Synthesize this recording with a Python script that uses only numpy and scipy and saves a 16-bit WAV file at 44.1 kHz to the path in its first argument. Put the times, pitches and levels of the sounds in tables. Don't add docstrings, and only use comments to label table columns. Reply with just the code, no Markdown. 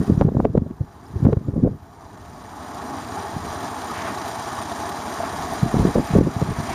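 import sys
import numpy as np
from scipy import signal
from scipy.io import wavfile
from scipy.ndimage import uniform_filter1d

SR = 44100
rng = np.random.default_rng(int(sys.argv[2]) if len(sys.argv) > 2 else 0)


def dump(signal):
    limited = np.clip(np.atleast_2d(signal).T, -1, 1)
    pcm = np.round(limited * 32767).astype(np.int16)
    wavfile.write(sys.argv[1], SR, pcm)


def field_ratio(decibels):
    return 10 ** (np.asarray(decibels, dtype=float) / 20)


N = 297234


def clock():
    return np.arange(N) / SR


def rms_one(x):
    return x / np.sqrt(np.mean(x ** 2) + 1e-20)


def in_time(rows):
    s, *columns = np.transpose(rows)
    return [np.interp(clock(), s, column) for column in columns]


def drift(rate_hz):
    r = np.exp(-80 * np.pi * rate_hz / SR)
    slow = signal.lfilter([1], [1, -2 * r, r * r], rng.standard_normal(N // 40 + 2002))
    slow = rms_one(slow[2000:])
    return np.interp(np.arange(N) / 40, np.arange(len(slow)), slow)


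def noise_band(order, hz, kind):
    return signal.sosfilt(signal.butter(order, hz, kind, fs=SR, output="sos"), rng.standard_normal(N))


def bell(x, hz, width_hz, db):
    w, gain = 2 * np.pi * hz / SR, field_ratio(db)
    pole = np.tan(np.pi * width_hz / SR) / max(gain, 1)
    top = [1 + pole * gain, -2 * np.cos(w), 1 - pole * gain]
    return signal.lfilter(top, [1 + pole, -2 * np.cos(w), 1 - pole], x)


def ring(clicks, hz, t60):
    r, w = field_ratio(-60 / (t60 * SR)), 2 * np.pi * hz / SR
    return signal.lfilter([0, np.sin(w)], [1, -2 * r * np.cos(w), r * r], clicks + 1e-18)


def textured(spectrum, shared_db, own_db, own_rate, grain_db):
    hz, level_db = np.transpose(spectrum)
    edges = np.geomspace(hz[0], hz[-1], int(4 * np.log2(hz[-1] / hz[0])) + 2)
    grain_size = field_ratio(grain_db * np.minimum(rng.exponential(1, (2, N)), 5))
    grains = rng.standard_normal((2, N)) * grain_size
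    out = np.zeros(N)
    for k, (low, high) in enumerate(zip(edges, edges[1:])):
        sos = signal.butter(2, [low, high], "band", fs=SR, output="sos")
        band = signal.sosfilt(sos, grains[k % 2])
        centre_db = np.interp(np.log(low * high) / 2, np.log(hz), level_db)
        out += band * field_ratio(centre_db + own_db * drift(own_rate))
    return rms_one(out * field_ratio(shared_db))


# pitch in Hz, level in dB per Hz.
ROAR_SPECTRUM = [(330, -38.5), (560, -9), (635, 6.5), (700, 0), (808, 1), (948, -2.5), (1170, -3.5),
                 (1440, -11.5), (1700, -12.5), (2200, -30.5), (2860, -47), (4840, -120)]


def roar(swing_db, bumps):
    texture = textured(ROAR_SPECTRUM, 1.5 * bumps, own_db=1.4, own_rate=12, grain_db=3.5)
    return field_ratio(-33.5 + 0.87 * swing_db) * texture


# pitch in Hz, level in dB per Hz.
RUMBLE_SPECTRUM = [(24, -60), (40, -43), (91, -8.5), (184, -11), (259, -3), (294, -7.5), (424, -8.5),
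                   (520, -14.5), (680, -45.5), (1140, -120)]


def rumble(swing_db, bumps):
    texture = textured(RUMBLE_SPECTRUM, 0.72 * bumps, own_db=1.5, own_rate=17.5, grain_db=2.0)
    return field_ratio(-37.5 + 0.74 * swing_db) * texture


# pitch in Hz, level in dB.
FITTING_PINGS = [(3300, -15), (4040, -1.5), (4860, -4), (5800, -2.5), (6900, -1), (8800, -1.5),
                 (9500, -2.5), (10600, -5)]


def rattles(per_s, t60):
    sizes = field_ratio(2.2 * np.minimum(rng.exponential(1, N), 4)) * (rng.random(N) < per_s / SR)
    dealt = rng.integers(0, len(FITTING_PINGS), N)
    out = np.zeros(N)
    for k, (hz, db) in enumerate(FITTING_PINGS):
        out += field_ratio(db) * ring(sizes * (dealt == k), hz, t60)
    return rms_one(out)


# pitch in Hz, level in dB per Hz.
HISS_SPECTRUM = [(1500, 10), (2300, 2), (2900, 2), (7000, 2), (8000, -11), (9000, -32)]


def hiss(fine_db, bumps):
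    texture = textured(HISS_SPECTRUM, 1.6 * bumps, own_db=.7, own_rate=30, grain_db=4.5)
    texture += field_ratio(-11) * rattles(per_s=110, t60=.03)
    return field_ratio(-44 + 0.99 * fine_db) * texture


# pitch in Hz, level in dB per Hz.
GRIT_SPECTRUM = [(7000, -42), (8000, -1), (9000, 3.5), (10200, 1.5), (12000, -6.5), (15200, -8.5),
                 (17000, -31.5)]


def grit(fine_db, bumps):
    return field_ratio(-51 + fine_db) * textured(GRIT_SPECTRUM, 1.6 * bumps, own_db=.8, own_rate=30, grain_db=4.5)


# time in seconds, drive cycles done so far.
DRIVE_CYCLES = [(0, -26.36), (2.5, 5.64), (3.7, 21.82), (5.3, 45.57), (6.74, 67.61)]


def thumps(duck_db):
    cycles, = in_time(DRIVE_CYCLES)
    new_cycle = np.diff(np.floor(cycles + .2), prepend=0) > 0
    pulses = new_cycle * field_ratio(2 * drift(20))
    for hz in (78, 90, 104):
        pulses = ring(pulses, hz, t60=.045)
    return field_ratio(-43.5 + 0.31 * duck_db) * rms_one(pulses)


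# time in seconds, peak in dB.
BODY_KNOCKS = [(3.642, -22), (3.939, -18), (3.968, -33), (3.997, -25), (4.039, -29), (4.533, -19),
               (4.716, -12), (4.801, -32), (4.835, -12), (4.855, -21), (5.036, -19), (5.067, -22),
               (5.202, -15), (5.234, -12), (5.333, -13), (5.442, -48), (5.503, -37), (6.72, -33)]
# pitch in Hz, level in dB, time to fade by 60 dB in seconds.
BODY_RINGS = [(690, 0, .035), (840, -1, .03), (1150, -5, .02), (1700, -16, .012)]


def knocks():
    at = [round(s * SR) for s, db in BODY_KNOCKS]
    peak_db = np.array(BODY_KNOCKS)[:, 1]
    luck_db = rng.normal(0, 6.3, (len(at), len(BODY_RINGS)))
    out = np.zeros(N)
    for k, (hz, level_db, t60) in enumerate(BODY_RINGS):
        clicks = np.zeros(N)
        clicks[at] = field_ratio(peak_db + level_db - 10.5 + luck_db[:, k])
        out += ring(clicks, hz, t60)
    rubber = signal.butter(2, 1500, fs=SR, output="sos")
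    return signal.sosfilt(rubber, out)


# time in seconds, peak in dB, length in seconds.
SPAT_STONES = [(2.746, -24, 0.0041), (3.209, -27.5, 0.0033), (3.265, -34, 0.0019), (3.546, -34.5, 0.006),
               (4.12, -30, 0.006), (4.28, -17, 0.012), (4.891, -17, 0.0078), (5.14, -18, 0.0073),
               (5.476, -33, 0.0058), (5.535, -18, 0.0065), (5.63, -19, 0.006), (3.282, -22, .003),
               (3.607, -20, .003), (3.9845, -26, .004), (4.3951, -24, .003), (4.5417, -21, .003),
               (4.6555, -24, .003), (5.1918, -24, .003), (5.37, -19, .003), (5.4157, -20, .003),
               (5.4392, -24, .003), (5.8019, -19, .004), (5.8518, -24, .003), (5.903, -25, .003),
               (5.94, -23, .004), (6.07, -20, .004), (6.3945, -22, .005), (6.7188, -22, .004)]


def spits():
    t = clock()
    burst = np.zeros(N)
    for s, db, length in SPAT_STONES:
        after = t > s
        burst += field_ratio(db - 14.5) * np.exp(-(t - s) * after / length) * after
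    return burst * noise_band(1, [2800, 11000], "band")


# time in seconds, level in dB.
NEARNESS = [(0, -1.5), (1, -1), (2, 0.7), (2.45, -0.5), (2.65, 0), (3, -2), (3.6, 1.1), (4.1, 2), (4.5, 3),
            (5, 3), (5.5, 3.5), (6.3, 1.5), (6.74, 2.5)]
# time in seconds, swell in dB, length in seconds.
RUT_SWELLS = [(2.757, 2.5, 0.2), (2.947, 2.5, 0.068), (3.18, 4.5, 0.085), (3.587, 2, 0.16),
              (4.063, 2.5, 0.12), (4.755, -2, 0.045), (4.86, 2, 0.063), (5.23, 2, 0.059),
              (5.52, 1.5, 0.059), (5.797, 1, 0.062), (6.09, 1.5, 0.027), (6.74, 1, 0.051)]


def cart(duck_db):
    t = clock()
    ruts_db = sum(db * np.exp(-((t - s) / length) ** 2) for s, db, length in RUT_SWELLS)
    swing_db = duck_db + in_time(NEARNESS)[0] + ruts_db
    fine_db = swing_db - (1 - 0.42) * ruts_db
    cycles, = in_time(DRIVE_CYCLES)
    fine_db = fine_db + .9 * np.cos(4 * np.pi * cycles - .3)
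    bumps = 0.21 * drift(4.2) + 0.55 * drift(59)
    rolling = roar(swing_db, bumps) + rumble(swing_db, bumps) + thumps(duck_db)
    stones = hiss(fine_db, bumps) + grit(fine_db, bumps)
    return rolling + stones + knocks() + spits()


# time in seconds, level in dB, length in seconds.
STONE_CRUNCHES = [(3.98, -38, 0.038), (4.075, -39.5, 0.05), (5.237, -45, 0.034), (6.72, -39.5, 0.041),
                  (6.12, -44, .03), (5.98, -48.5, .25), (6.52, -48.5, 0.19)]


def crunches():
    t = clock()
    swell = sum(field_ratio(db) * np.exp(-((t - s) / length) ** 2) for s, db, length in STONE_CRUNCHES)
    return swell * rms_one(noise_band(2, [1400, 2600], "band"))


# time in seconds, pitch in Hz, level in dB.
GEAR_TONE = [
    (2.55, 822, -49),
    (2.972, 823.4, -39.5),
    (3.008, 838.5, -41.5),
    (3.438, 830.9, -39.5),
    (3.516, 870.0, -44),
    (3.55, 869.1, -35),
]


def whine():
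    hz, level_db = in_time(GEAR_TONE)
    t = clock()
    fade = np.clip(np.minimum(t - GEAR_TONE[0][0], GEAR_TONE[-1][0] - t) / .1, 0, 1)
    phase = 2 * np.pi * np.cumsum(hz + 10 * drift(14)) / SR
    return fade * field_ratio(level_db - 3 + 4.0 * drift(18)) * np.sin(phase)


# pitch in Hz, width in Hz, lift in dB.
PANEL_RESONANCES = [(262.6, 4.7, 5.5), (350, 10, -1), (664, 14, 2), (692, 23, 4), (827, 15, 4),
                    (1115, 32, 6), (1730, 19, 2.5), (1841, 58, 6), (2270, 120, 4.5), (2720, 160, -2),
                    (389, 14, 2.5), (869, 14, 2.5)]
# pitch in Hz, width in Hz, lift in dB.
HOUSING_RESONANCES = [(3280, 260, 2), (3880, 440, 2.5), (4780, 410, 2.5), (5770, 150, 2), (10500, 630, -4)]
NULL_PITCHES = [540, 4350, 5250, 7830, 7910, 10950]
# width in Hz, depth in dB.
NULL_SHAPES = [(120, -15), (170, -6.5), (250, -2.5), (415, -35), (415, -29), (440, -27)]


def coloured(sound):
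    sound = signal.sosfilt(signal.butter(2, 55, "high", fs=SR, output="sos"), sound)
    nulls = [(hz, *shape) for hz, shape in zip(NULL_PITCHES, NULL_SHAPES)]
    for hz, width_hz, db in PANEL_RESONANCES + HOUSING_RESONANCES + nulls:
        sound = bell(sound, hz, width_hz, db)
    return sound


# start in seconds, end in seconds, level in dB.
TURBULENCE = [(0, .55, -36), (0.596, 0.907, -67), (1.1, 1.304, -48), (1.458, 1.762, -37.5),
              (3.34, 3.515, -38), (5.33, 5.71, -45), (5.76, 5.9, -27), (6.14, 6.285, -34),
              (6.378, 6.74, -37.5)]
# pitch in Hz, level in dB per Hz.
WIND_SPECTRUM = [(20, 3), (55, 0.5), (110, 2), (170, 1), (260, -2), (400, -7.5), (600, -33), (1000, -37)]
# pitch in Hz, level in dB per Hz.
FLUTTER_SPECTRUM = [(250, 0.5), (420, 8), (600, 0.5), (900, -23), (1400, -27.5), (2200, -60)]
# time in seconds, peak in dB, centre pitch in Hz,
# flutter in dB.
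EDDIES = [(.004, -8, 155, -38), (.03, -22, 150, -57), (.08, -12.5, 185, -46), (.1, -1.5, 224, -27),
          (.121, -8, 129, -47), (.15, -15, 158, -45), (.178, -7.5, 138, -44), (.201, -15, 190, -40),
          (.216, -3, 164, -18), (.251, -1.5, 141, -39), (.271, -9.5, 163, -41),
          (.285, -10.5, 274, -21), (.321, -20, 196, -34), (.352, -9, 219, -27), (.37, -8.5, 213, -28),
          (.4, -5.5, 283, -22), (.431, -13, 172, -46), (.453, -8, 260, -14.5), (.5, -16.5, 120, -36),
          (.553, -3, 364, -28), (.578, -2.5, 170, -18.5), (.622, -10.5, 168, -36),
          (.665, -16.5, 153, -32), (.71, -14.5, 220, -38.5), (.811, -10.5, 109, -34.5),
          (.838, -25, 119, -59),
          (1.105, -28, 139, -59), (1.141, -21, 132, -57), (1.163, -12, 85.5, -49),
                 (1.203, -16, 113, -51), (1.229, -8.5, 138, -33), (1.254, -2.5, 126, -25),
                 (1.269, -3, 216, -27), (1.288, -8, 213, -20.5), (1.332, -8, 120, -17.5),
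                 (1.372, -9.5, 98.5, -30.5), (1.414, -20, 159, -46), (1.457, -23, 130, -58),
                 (1.487, -8, 126, -31), (1.537, -16, 124, -33.5), (1.565, -8, 186, -27.5),
                 (1.58, -9.5, 215, -38), (1.599, -22, 183, -36), (1.637, -2.5, 226, -41),
                 (1.649, -7.5, 242, -24), (1.661, -12, 212, -23), (1.675, -13, 254, -21),
                 (1.69, -22, 192, -32), (1.719, -21, 109, -58), (1.743, -28, 173, -43),
                 (3.366, -16.5, 138, -59), (3.451, -24, 190, -45), (3.641, -22, 206, -47),
          (5.632, -6.5, 133, -31), (5.663, -12.5, 184, -47), (5.743, -8, 195, -24),
                (5.769, -7, 136, -48), (5.787, -14, 209, -34), (5.797, -8, 163, -34),
                (5.853, -5.5, 220, -22), (5.872, -10, 240, -28), (5.959, -8, 183, -15.5),
                (5.974, -13, 200, -20), (5.984, -7.5, 176, -21), (6.005, -20, 199, -31),
                (6.11, -15, 168, -47), (6.139, -8.5, 120, -25.5), (6.163, 0.5, 190, -14),
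                (6.186, 0.5, 234, -12.5), (6.212, -4, 284, -20), (6.251, -12.5, 138, -45),
                (6.272, -6, 243, -19.5), (6.288, -20, 260, -31), (6.367, -16, 131, -54),
                (6.417, -9.5, 253, -19.5), (6.426, -9, 117, -28.5), (6.491, -13.5, 155, -53),
                (6.508, -14, 108, -53), (6.588, -14, 103, -39),
          (.014, -15, 150, -45), (.024, -20, 130, -52), (.107, -8.5, 190, -36), (.387, -20, 250, -30),
                (.47, -19, 250, -28.5), (1.302, -18, 250, -28), (1.63, -12, 200, -34),
                (5.752, -14, 180, -35), (5.83, -20, 220, -28), (5.883, -14, 230, -26),
                (5.897, -23, 220, -33), (5.996, -9.5, 200, -30), (6.152, -18, 250, -25),
                (6.475, -18, 150, -42), (6.602, -19.5, 150, -47)]


def wind():
    now = clock()
    level, out, flutter = np.zeros(N), np.zeros(N), np.zeros(N)
    for start, end, db in TURBULENCE:
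        edge = np.minimum(now - start, end - now) / 0.036 + 1
        level += field_ratio(db) * np.clip(edge, 0, 1) ** 2
    span = np.arange(-2500, 5000)
    t = span / SR
    eddies = EDDIES
    luck = rng.standard_normal((len(eddies), 3))
    for (s, db, hz, flutter_db), (lean, glide, stretch) in zip(eddies, luck):
        at = round(s * SR) + span
        inside = (at >= 0) & (at < N)
        at = at[inside]
        length = 0.44 / hz * np.exp(0.29 * stretch)
        swing = np.cos(2 * np.pi * hz * (t + 6 * glide * t * t) + 2.11 * lean)
        lasting = np.where(t > 0, 1.4 * length, length)
        out[at] += (field_ratio(db) * np.exp(-(t / lasting) ** 2) * swing)[inside]
        flick = np.exp(-(t / 0.002) ** 2) * np.sin(2 * np.pi * 506 * t + lean)
        out[at] += (field_ratio(flutter_db + 2.5) * flick)[inside]
        flutter[at] += (field_ratio(flutter_db) * np.exp(-(t / (0.0038 + length)) ** 2))[inside]
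        wake = np.exp(-np.abs(t) / np.where(t > 0, 0.015, 0.0066))
        level[at] += (field_ratio(db - 14.5) * wake)[inside]
    lumps_db = 1.5 * drift(30)
    out += level * textured(WIND_SPECTRUM, lumps_db, own_db=1.5, own_rate=18, grain_db=1.5)
    flutter *= textured(FLUTTER_SPECTRUM, 0, own_db=1.0, own_rate=92, grain_db=-0.5)
    return out + signal.sosfilt(signal.butter(4, 1600, fs=SR, output="sos"), flutter)


# time in seconds, peak in dB.
DIAPHRAGM_SNAPS = [(0.2114, -18.5), (0.2204, -19.5), (0.2882, -29), (0.401, -18.5), (0.4494, -29),
                   (0.5765, -28), (1.2516, -28), (1.266, -26), (1.329, -26.5), (1.3708, -35), (6.1868, -24),
                   (6.269, -31), (6.418, -28.5), (0.5543, -33.5), (0.4519, -19), (0.368, -26.5),
                   (0.4475, -30), (1.2545, -32), (1.3318, -30), (0.251, -41), (0.71, -42), (0.41, -37)]
SNAP_REACH = [7000, 1500, 1500, 1400, 6000, 9000, 6000, 1600, 8000, 1500, 3000, 900, 1300, 1200, 1800, 1300,
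              6000, 6000, 7000, 3500, 5000, 900]


def snaps():
    out = np.zeros(N)
    spring = ring(signal.unit_impulse(600), hz=770, t60=0.0053)
    for (s, db), top_hz in zip(DIAPHRAGM_SNAPS, SNAP_REACH):
        edge = signal.sosfilt(signal.butter(3, top_hz, fs=SR, output="sos"), spring)
        out[round(s * SR) + 30:][:len(edge)] += field_ratio(db + 15.0) * edge
    return out


# time in seconds, depth in dB.
GAIN_DIVES = [(0, -3.5), (.05, -6), (.1, -9), (.15, -9.5), (.215, -13), (.26, -18.5), (.45, -20),
              (.58, -23), (1.255, -17), (1.33, -20.5), (1.49, -20), (1.64, -22.5), (5.64, -2.5), (5.96, -2),
              (6.195, -7)]


def gain_db():
    release_db_per_s, attack_s = 16.5, .015
    t = clock()
    dives = [np.where(t >= s, db + release_db_per_s * (t - s), 0) for s, db in GAIN_DIVES]
    held = np.minimum(np.min(dives, axis=0), 0)
    return uniform_filter1d(held, int(attack_s * SR) + 1)


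# time in seconds, level in dB, pitch in Hz, length in seconds.
METAL_TICK = (1.068, -47, 5200, .0012)


def peep():
    s, db, hz, length = METAL_TICK
    t = clock() - s
    return field_ratio(db) * np.exp(-(t / length) ** 2) * np.sin(2 * np.pi * hz * t)


# time in seconds, level in dB.
BREEZE_LEVEL = [(0, -39), (.7, -48), (1.1, -49.5), (2.5, -49), (3.2, -51), (4, -59), (5.15, -69),
                (5.45, -38), (6.1, -43), (6.74, -43)]


def still_air(duck_db):
    breeze = rms_one(noise_band(2, [45, 200], "band"))
    breeze *= field_ratio(in_time(BREEZE_LEVEL)[0] + 2 * drift(6.2))
    circuit = bell(noise_band(4, 10000, "high"), NULL_PITCHES[-1], *NULL_SHAPES[-1])
    return breeze + circuit * field_ratio(-58 + 0.49 * duck_db + 1.5 * drift(25))


def scene():
    duck_db = gain_db()
    heard = coloured(cart(duck_db) + crunches() + whine())
    capsule = signal.butter(2, 48, "high", fs=SR, output="sos")
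    at_diaphragm = signal.sosfilt(capsule, heard + wind())
    return (at_diaphragm + snaps() + still_air(duck_db) + peep())[None]


def top_cut(x):
    return signal.sosfilt(signal.butter(12, 15330, fs=SR, output="sos"), x)


def record(dry):
    rounded = dry / (1 + np.abs(dry / .96) ** 8) ** (1 / 8)
    top = signal.ellip(12, .3, 45, 15350, fs=SR, output="sos")
    return top_cut(signal.sosfilt(top, rounded))


dry = scene()
out = record(dry)
dump(out)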